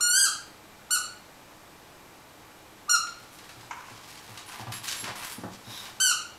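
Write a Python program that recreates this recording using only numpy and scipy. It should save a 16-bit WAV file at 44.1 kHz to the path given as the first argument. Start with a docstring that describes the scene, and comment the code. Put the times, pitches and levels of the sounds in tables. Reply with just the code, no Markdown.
"""A squeaky ball, bitten four times by a puppy on a wooden living-room floor, a few metres off the mic.
Each bite drives air through a reed; a tooth or the rubber clicks just after the third, and later the
ball sucks air back in. Between the last two bites the puppy tussles with a second dog: paws thump and
slide on the boards, claws tick, fur rustles, collar tags clink. The room rings on after each squeak,
over a low hum and hiss. Mono, the same on both channels."""
import sys
import numpy as np
from scipy import signal
from scipy.fft import rfft, irfft, next_fast_len
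from scipy.io import wavfile
from scipy.ndimage import uniform_filter1d

SR = 44100
rng = np.random.default_rng(int(sys.argv[2]) if len(sys.argv) > 2 else 0)


def unload_wav(signal):
    """Save mono or channel-first audio to the path in sys.argv[1] as 16-bit WAV at rate SR, clipped to [-1, 1]."""
    wavfile.write(
        sys.argv[1],
        SR,
        np.round(np.clip(np.atleast_2d(signal).T, -1, 1) * 32767).astype(np.int16),
    )


N = 281358
TIME = np.arange(N) / SR
REST_HZ = 1104.4  # the reed's lowest pitch


def amp(db):
    """Decibels to gain."""
    return 10 ** (np.asarray(db) / 20)


def unit(x):
    """Scales to rms 1."""
    return x / np.sqrt(np.mean(x ** 2) + 1e-20)


def read(points, hz):
    """A curve's value at any frequency, on a log axis."""
    f, value = np.transpose(points)
    return np.interp(np.log(hz + 1), np.log(f + 1), value)


def add(mix, start_s, sound):
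    """Mixes a sound in at its start time."""
    part = mix[max(round(start_s * SR), 0):][:len(sound)]
    part += sound[:len(part)]


def coloured(x, points):
    """Filters x by a curve of (f/Hz, gain/dB), then scales to rms 1."""
    size = next_fast_len(len(x), True)
    gain = amp(read(points, np.fft.rfftfreq(size, 1 / SR)))
    return unit(irfft(rfft(x, size) * gain, size)[:len(x)])


def band(x, lo_hz, hi_hz):
    """Band-pass filter."""
    return signal.sosfilt(signal.butter(3, [lo_hz, hi_hz], "band", fs=SR, output="sos"), x)


def wander(size, hz):
    """Random drift of rms 1, mostly slower than hz."""
    at = np.arange(size) * 2 * hz / SR
    knots = np.random.default_rng(rng.integers(2 ** 31)).standard_normal(int(at[-1]) + 2)
    return unit(np.interp(at, np.arange(len(knots)), knots))


def ring(x, modes):
    """Passes x through parallel resonances of (f/Hz, width/Hz, gain/dB)."""
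    return sum(amp(db) * signal.lfilter(*signal.iirpeak(hz, hz / width, SR), x)
               for hz, width, db in modes)


def room_tone(hiss_db=-51.5, whine_hz=12300, whine_db=-71):
    """The bed under the scene: steady hiss, wavering appliance hum and a thin whine."""
    # spectrum of the hiss: f/Hz, relative level/dB
    hiss_colour = [(25, -8.5), (60, -7.5), (100, -3.5), (200, -7.5), (310, -5), (470, -7), (830, -6),
                   (1400, -9.5), (2400, -13.5), (3300, -16), (8000, -21), (11000, -25), (13000, -24.5),
                   (15500, -33)]
    # tones of the hum: f/Hz, relative level/dB
    hum = [(120, -81), (206, -72), (312, -68.5), (850, -68), (1152, -71), (2379, -72), (3806, -76),
           (7870, -77.5)]
    hiss = amp(hiss_db) * coloured(rng.standard_normal(N), hiss_colour)
    tones = [(hz + 3 * wander(N, 11), db + 0.5) for hz, db in hum]
    tones.append((whine_hz + 50 * wander(N, 110), whine_db))
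    return hiss + sum(amp(db) * unit(np.sin(2 * np.pi * np.cumsum(hz) / SR)) for hz, db in tones)


def living_room(x, wet_db, near_db, build_s=0.0029):
    """The path to the mic: direct sound, near reflections and a tail that dies faster in the treble."""
    # reverberation time: f/Hz, t60/s
    decay = [(120, 0.67), (500, 0.43), (1400, 0.49), (4000, .5), (7000, 0.39), (11000, 0.32), (15000, 0.2)]
    # reflections off floor, furniture and walls: delay/s, relative gain
    reflections = [(.0019, 0.2), (.0043, -0.12), (.0071, 0.0058), (0.012, 0.25), (.0142, -0.016),
                   (0.0171, 0.17), (0.027, -0.0002)]
    size = SR * 3 // 4
    dense_echoes = np.fft.irfft(np.exp(2j * np.pi * rng.random(size // 2 + 1)))  # flat spectrum
    hz, t, spectra = signal.stft(dense_echoes, SR, nperseg=256)
    tail = signal.istft(spectra * amp(-60 * t / read(decay, hz)[:, None]), SR, nperseg=256)[1]
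    tail *= 1 - np.exp(-np.arange(len(tail)) / SR / build_s)
    response = amp(wet_db) * tail / np.linalg.norm(tail)
    for delay, gain in reflections:
        response[round(delay * SR)] += amp(near_db) * gain
    response[0] += 1  # direct sound
    return signal.fftconvolve(x, response)[:N] / np.linalg.norm(response)


def stroke(start_s, length_s, rise_s=0.0052, fade_s=0.018):
    """Envelope of a rub: it builds, holds and dies away."""
    t = np.maximum(TIME - start_s, 0)
    return (1 - np.exp(-t / rise_s)) * np.exp(-np.maximum(t - length_s, 0) / fade_s)


def scuffle(fur_db=(-57.5, -57, -61.5), trim_db=(-4.5, -3.5, -5.0), grains_per_s=1200):
    """Pads and fur catch and slip on the varnish in tiny grains, in three bands: body, scrape, fizz."""
    # paw slides: t/s, length/s, then relative body/dB, scrape/dB, fizz/dB
    slides = [(3.314, 0.052, -64, -57, -52.5), (3.856, 0.29, -55, -54, -64), (4.073, 0.057, -50, -47, -51),
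              (4.145, 0.047, -54, -49.5, -62), (4.273, .06, -51, -58, -57), (4.344, 0.063, -47, -49, -56),
              (4.475, 0.15, -43.5, -49.5, -52), (4.715, 0.055, -51, -42, -43.5),
              (4.828, 0.04, -45, -41, -41.5), (4.868, 0.069, -58, -32, -41),
              (4.936, 0.092, -49, -43.5, -45), (5.033, 0.078, -37.5, -46.5, -58),
              (5.151, 0.089, -39.5, -43, -44.5), (5.238, 0.1, -46, -42.5, -40.5),
              (5.51, 0.046, -70, -48, -62), (5.685, 0.2, -47.5, -50, -52)]
    # friction spectra, one each for body, scrape and fizz: f/Hz, relative level/dB
    rub_colours = [
        [(500, -16), (950, -0.5), (2200, -7), (4200, -25), (8000, -49)],
        [(1500, -11.5), (3200, 1.5), (5300, 2), (7500, -4), (11000, -24), (15000, -35)],
        [(5000, -34), (8300, -5), (11500, -2.5), (13500, -7), (15500, -14)],
    ]
    fur = stroke(start_s=3.18, length_s=2.8) * amp(2 * wander(N, 7.3))  # rustles all through the tussle
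    band_powers = np.outer(amp(fur_db), fur) ** 2
    for start_s, length_s, *band_db in slides:
        band_powers += np.outer(amp(band_db), stroke(start_s, length_s)) ** 2
    slips = rng.standard_normal(N) * (rng.random(N) < grains_per_s / SR)
    slips *= amp(1.5 * np.minimum(rng.exponential(1, N), 4))  # a few grains stand out
    grip = amp(1.5 * wander(N, 70))
    friction = (unit(slips) + rng.standard_normal(N)) * grip
    return sum(coloured(friction, colour) * amp(db) * np.sqrt(power)
               for colour, db, power in zip(rub_colours, trim_db, band_powers))


def puff(flutter_db=4.0, rise_s=0.0018):
    """A short, dull rasp that flutters as it dies."""
    # gritty puff: t/s, level/dB, t60/s
    puffs = [(3.708, -39, 0.61)]
    # its spectrum: f/Hz, relative level/dB
    puff_colour = [(290, -47), (500, -22), (702, -9), (996, 1.5), (1980, -13), (2130, -11), (2350, -11),
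                   (3860, -30), (6650, -21), (9000, -39), (11700, -65), (19800, -120)]
    out, t = np.zeros(N), np.arange(SR // 3) / SR
    for start_s, db, t60 in puffs:
        rasp = unit(band(coloured(rng.standard_normal(len(t)), puff_colour), 850, 11000))
        fade = amp(db - 60 * t / t60 + flutter_db * wander(len(t), 67))
        add(out, start_s, rasp * (1 - np.exp(-t / rise_s)) * fade)
    return out


def collar_tags():
    """Small metal discs touch, ring and bounce once."""
    # clinks: t/s, level/dB, which of the two tags
    clinks = [(4.464, -48, 1), (4.738, -38, 0), (4.965, -39, 0), (4.998, -36, 0), (5.17, -46, 1),
              (5.312, -44, 1), (5.342, -46, 1)]
    # modes of each tag: f/Hz, relative level/dB, t60/s
    tag_modes = [
        [(7420, -7, .13), (10950, -6, .08), (11060, 0, .14), (12900, -15, .15)],
        [(9450, -2, .26), (10700, -2, .16), (12400, -4, .08)],
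    ]
    out, t = np.zeros(N), np.arange(SR // 3) / SR
    for start_s, db, tag in clinks:
        clink = amp(db) * sum(amp(mode_db - 60 * t / t60) * np.sin(2 * np.pi * hz * t)
                              for hz, mode_db, t60 in tag_modes[round(tag)])
        add(out, start_s, clink)
        add(out, start_s + rng.uniform(.006, .025), .3 * clink)
    return out


def paws(trim_db=-6, rub_s=0.014, push_s=0.0026):
    """A padded push and a brief rub set the floorboards booming; each spot favours other modes."""
    # paws landing: t/s, relative level/dB, hollow knock/dB, slap/dB
    landings = [(3.2, -49, -26, -12), (3.568, -44.5, -31, -15), (3.63, -45, -26, -4),
                (3.909, -44, -25, -22), (4.291, -41.5, -25, -11), (4.595, -33.5, -20.5, -6.5),
                (4.669, -32.5, -24, -8), (5.027, -35.5, -16, -26), (5.073, -33, -40, 1),
                (5.381, -32.5, -9, -13), (5.435, -28.5, -11, -1), (5.669, -38.5, -17.5, -9)]
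    # modes of the floor: f/Hz, width/Hz, gain/dB
    boards = [(118.5, 23, 12), (197.5, 53, 13), (270, 96, -2), (580, 420, -12.5), (766, 93, -8),
              (1450, 120, -29)]
    out, t = np.zeros(N), np.arange(SR // 4) / SR
    for start_s, db, knock_db, slap_db in landings:
        rub = rng.standard_normal(len(t)) * np.exp(-t / rub_s)
        push = 0.71 * t / push_s * np.exp(-t / push_s)
        spot = [(115, 0), (200, knock_db + 12), (300, knock_db + 12), (550, slap_db + 14)]
        thump = ring(rub + push, [(hz, width, gain_db + read(spot, hz)) for hz, width, gain_db in boards])
        thump = band(band(thump, 96, 1900), 96, 1900)  # the floor radiates little below its lowest mode
        add(out, start_s, amp(db + trim_db) * thump / np.std(thump[:SR // 50]))
    return out


def hard_ticks(trim_db=-8, rise_s=0.001, tick_s=0.0031, tail_s=0.021):
    """A tooth or rubber click just after the third squeak, then claws ticking and skidding on wood."""
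    # ticks, the click first and then the claws: t/s, relative level/dB, brightness/dB
    ticks = [(3.069, -31.5, -19), (3.386, -34, -11), (3.441, -38, -8), (3.491, -32.5, -11),
             (3.609, -36.5, -9), (3.898, -36, -12), (4.374, -27.5, -13), (4.488, -33, -7), (4.52, -31, -20),
             (4.6, -36, -14), (4.669, -35, -50), (4.7207, -21.5, -10), (4.843, -27.5, -10), (4.88, -19, -3),
             (4.925, -23, -8), (5.0408, -21, -17), (5.077, -28, -17), (5.233, -26, -11), (5.853, -29, -30)]
    # spectrum of a tick: f/Hz, relative level/dB
    tick_colour = [(290, -46), (500, -22.5), (1250, 1.5), (2330, -1.5), (2690, 1.5), (3330, -1.5),
                   (4640, -2), (11300, -9.5), (14200, -19), (15500, -26)]
    out, t = np.zeros(N), np.arange(SR // 8) / SR
    for start_s, db, bright_db in ticks:
        grit = coloured(rng.standard_normal(len(t)), tick_colour)
        grit = coloured(grit, [(4000, 0), (10000, 0.43 * (bright_db + 6))])
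        envelope = (1 - np.exp(-t / rise_s)) * (np.exp(-t / tick_s) + 0.52 * np.exp(-t / tail_s))
        add(out, start_s, amp(db + trim_db) * grit * envelope)
    return out


def refill():
    """The released ball sucks air through its nozzle without sounding the reed."""
    # envelope of the intake: t/s, level/dB
    intake = [(5.64, -58), (5.701, -45.5), (5.78, -42.5), (5.86, -52), (5.94, -77)]
    # resonances of the nozzle: f/Hz, width/Hz, gain/dB
    nozzle = [(3800, 230, 2), (5200, 840, -6.5), (10400, 1100, -14)]
    times, db = np.transpose(intake)
    return unit(ring(rng.standard_normal(N), nozzle)) * amp(np.interp(TIME, times, db, -120, -120))


def squeeze(start_s, lead_s, swell_s, hold_s, catch_hz, top_hz, sag_hz_per_s):
    """Times, reed pitch and looseness (0-1) of a bite: pitch creeps up, catches, swells, sags, drops."""
    creep_hz, catch_s = 131, 0.0034  # the reed rises during the lead-in, then catches fast
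    jaw_s, release_hz_per_s = .064, 7600  # the jaw closes slowly and lets go quickly
    loosen_s = 0.016  # the reed turns unsteady this long before the jaw lets go
    t = np.arange(-lead_s, hold_s + (top_hz - REST_HZ) / release_hz_per_s, 1 / SR)
    jaw = np.exp(-(np.minimum(t - swell_s, 0) / jaw_s) ** 2)
    grip = (jaw - jaw[0]) / (1 - jaw[0])
    held = catch_hz + (top_hz - catch_hz) * grip
    held -= sag_hz_per_s * np.clip(t - swell_s, 0, hold_s - swell_s)
    held -= release_hz_per_s * np.maximum(t - hold_s, 0)
    creep = REST_HZ + creep_hz * np.minimum(1 + t / lead_s, 1)
    caught = np.clip(t / catch_s, 0, 1)
    pitch = np.maximum(creep + caught * (held - creep), REST_HZ)
    looseness = np.clip((t - hold_s) / loosen_s + 1, 0, 1)
    return start_s + t, pitch, looseness


def blowing(hz, full_db=-21.5, choke_hz=259, steepness=1.89):
    """Drive in dB: the pressure that raises the pitch also raises the flow, until the nozzle chokes it."""
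    flow = np.tanh((hz - REST_HZ) / choke_hz)
    return full_db + steepness * 20 * np.log10(flow + 1e-3)


def squeak(bite, beat_db=-31, knee_db=4.0, dull_below_db=-22.5, rasp=0.011, leak_db=9):
    """Air drives a reed: a near sine when soft, rich once it beats on its seat, raspy on release."""
    # spectrum of the squeaker: f/Hz, relative level/dB
    squeaker = [(1100, 5.5), (1450, 0), (2900, -6), (4300, 2.5), (5800, 0), (7200, 4.5), (8600, 2.5),
                (10000, -2), (11500, -7), (13000, -11), (14500, -20), (16000, -40)]
    *motion, level_db, air_db, first_db, second_db, fourth_db, treble_db, top_db = bite
    mouth = [(1500, first_db), (2900, second_db), (4300, 0), (5800, fourth_db),
             (8600, treble_db), (12000, top_db)]
    t, pitch, looseness = squeeze(*motion)
    hz = uniform_filter1d(pitch, size=120) * (1 + .0016 * wander(len(t), 250))
    hz *= 1 + rasp * looseness * wander(len(t), 300)
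    phase = 2 * np.pi * np.cumsum(hz) / SR
    blow_db = blowing(pitch)
    beating = 1 / (1 + np.exp((beat_db - blow_db) / knee_db))
    slack_db = 0.2 * np.maximum(dull_below_db - blow_db, 0)  # top overtones go first as pressure falls
    tone = 0
    for k in range(1, 12):
        strength = amp(read(squeaker, k * hz) + read(mouth, k * hz) - (k - 0.5) * slack_db)
        strength *= beating if k > 1 else 2 - beating
        flutter = 1 + .04 * wander(len(t), 120)
        tone += strength * flutter * np.sin(k * phase + rng.uniform(0, 2 * np.pi))
    air = unit(band(coloured(rng.standard_normal(len(t)), squeaker), 900, 14000))
    air *= amp(air_db + leak_db * looseness)
    edges = np.clip(np.minimum(t - t[0], t[-1] - t) / .001, 0, 1)  # 1 ms fades
    return t[0], amp(blow_db + level_db) * (unit(tone) + air) * edges


def squeaky_ball():
    """Four bites force air through the reed; the puppy's mouth shades each squeak differently."""
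    # bites: t/s, lead-in/s, time to hardest squeeze/s, time to letting go/s, catch pitch/Hz,
    # top pitch/Hz, sag/(Hz/s), relative level/dB, air against tone/dB,
    # then mouth shading/dB at the fundamental, second harmonic, fourth harmonic, treble and top
    bites = [(.005, .006, 0.2, 0.23, 1429, 1627, 1540, 1.57, -35, -2, -1.5, -1.5, 0.6, -1.5),
             (.906, .007, 0.023, .038, 1394, 1479, 830, 0.88, -32, -2, 1.5, -2, 1.5, 2),
             (2.8931, .016, .016, .054, 1400, 1433, 1150, 5.4, -32, 2.5, -0.5, 4.5, -5.5, -2.5),
             (6.0, .001, 0.023, 0.11, 1454, 1553, 1823, 1.23, -25.5, 0.5, 9, 4.5, -0.5, 1)]
    out = np.zeros(N)
    for bite in bites:
        add(out, *squeak(bite))
    return out


def scene():
    """Ball and dogs share one room, a few metres from the mic; the rustle is the driest layer."""
    ball = squeaky_ball()
    knocks = paws() + hard_ticks() + collar_tags()
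    rustle = scuffle() + puff() + refill()
    mono = (living_room(ball, wet_db=-1, near_db=-6)
            + living_room(knocks, wet_db=-1.5, near_db=-13)
            + living_room(rustle, wet_db=-7.0, near_db=-11)
            + room_tone())
    return np.array([mono, mono])


def record(dry):
    """The recorder's band limit: a steep low-pass."""
    edge_hz = 15700
    lowpass = signal.firwin(511, edge_hz, window=("kaiser", 9), fs=SR)
    return signal.oaconvolve(dry, lowpass[None], "same")


dry = scene()
out = record(dry)
unload_wav(out)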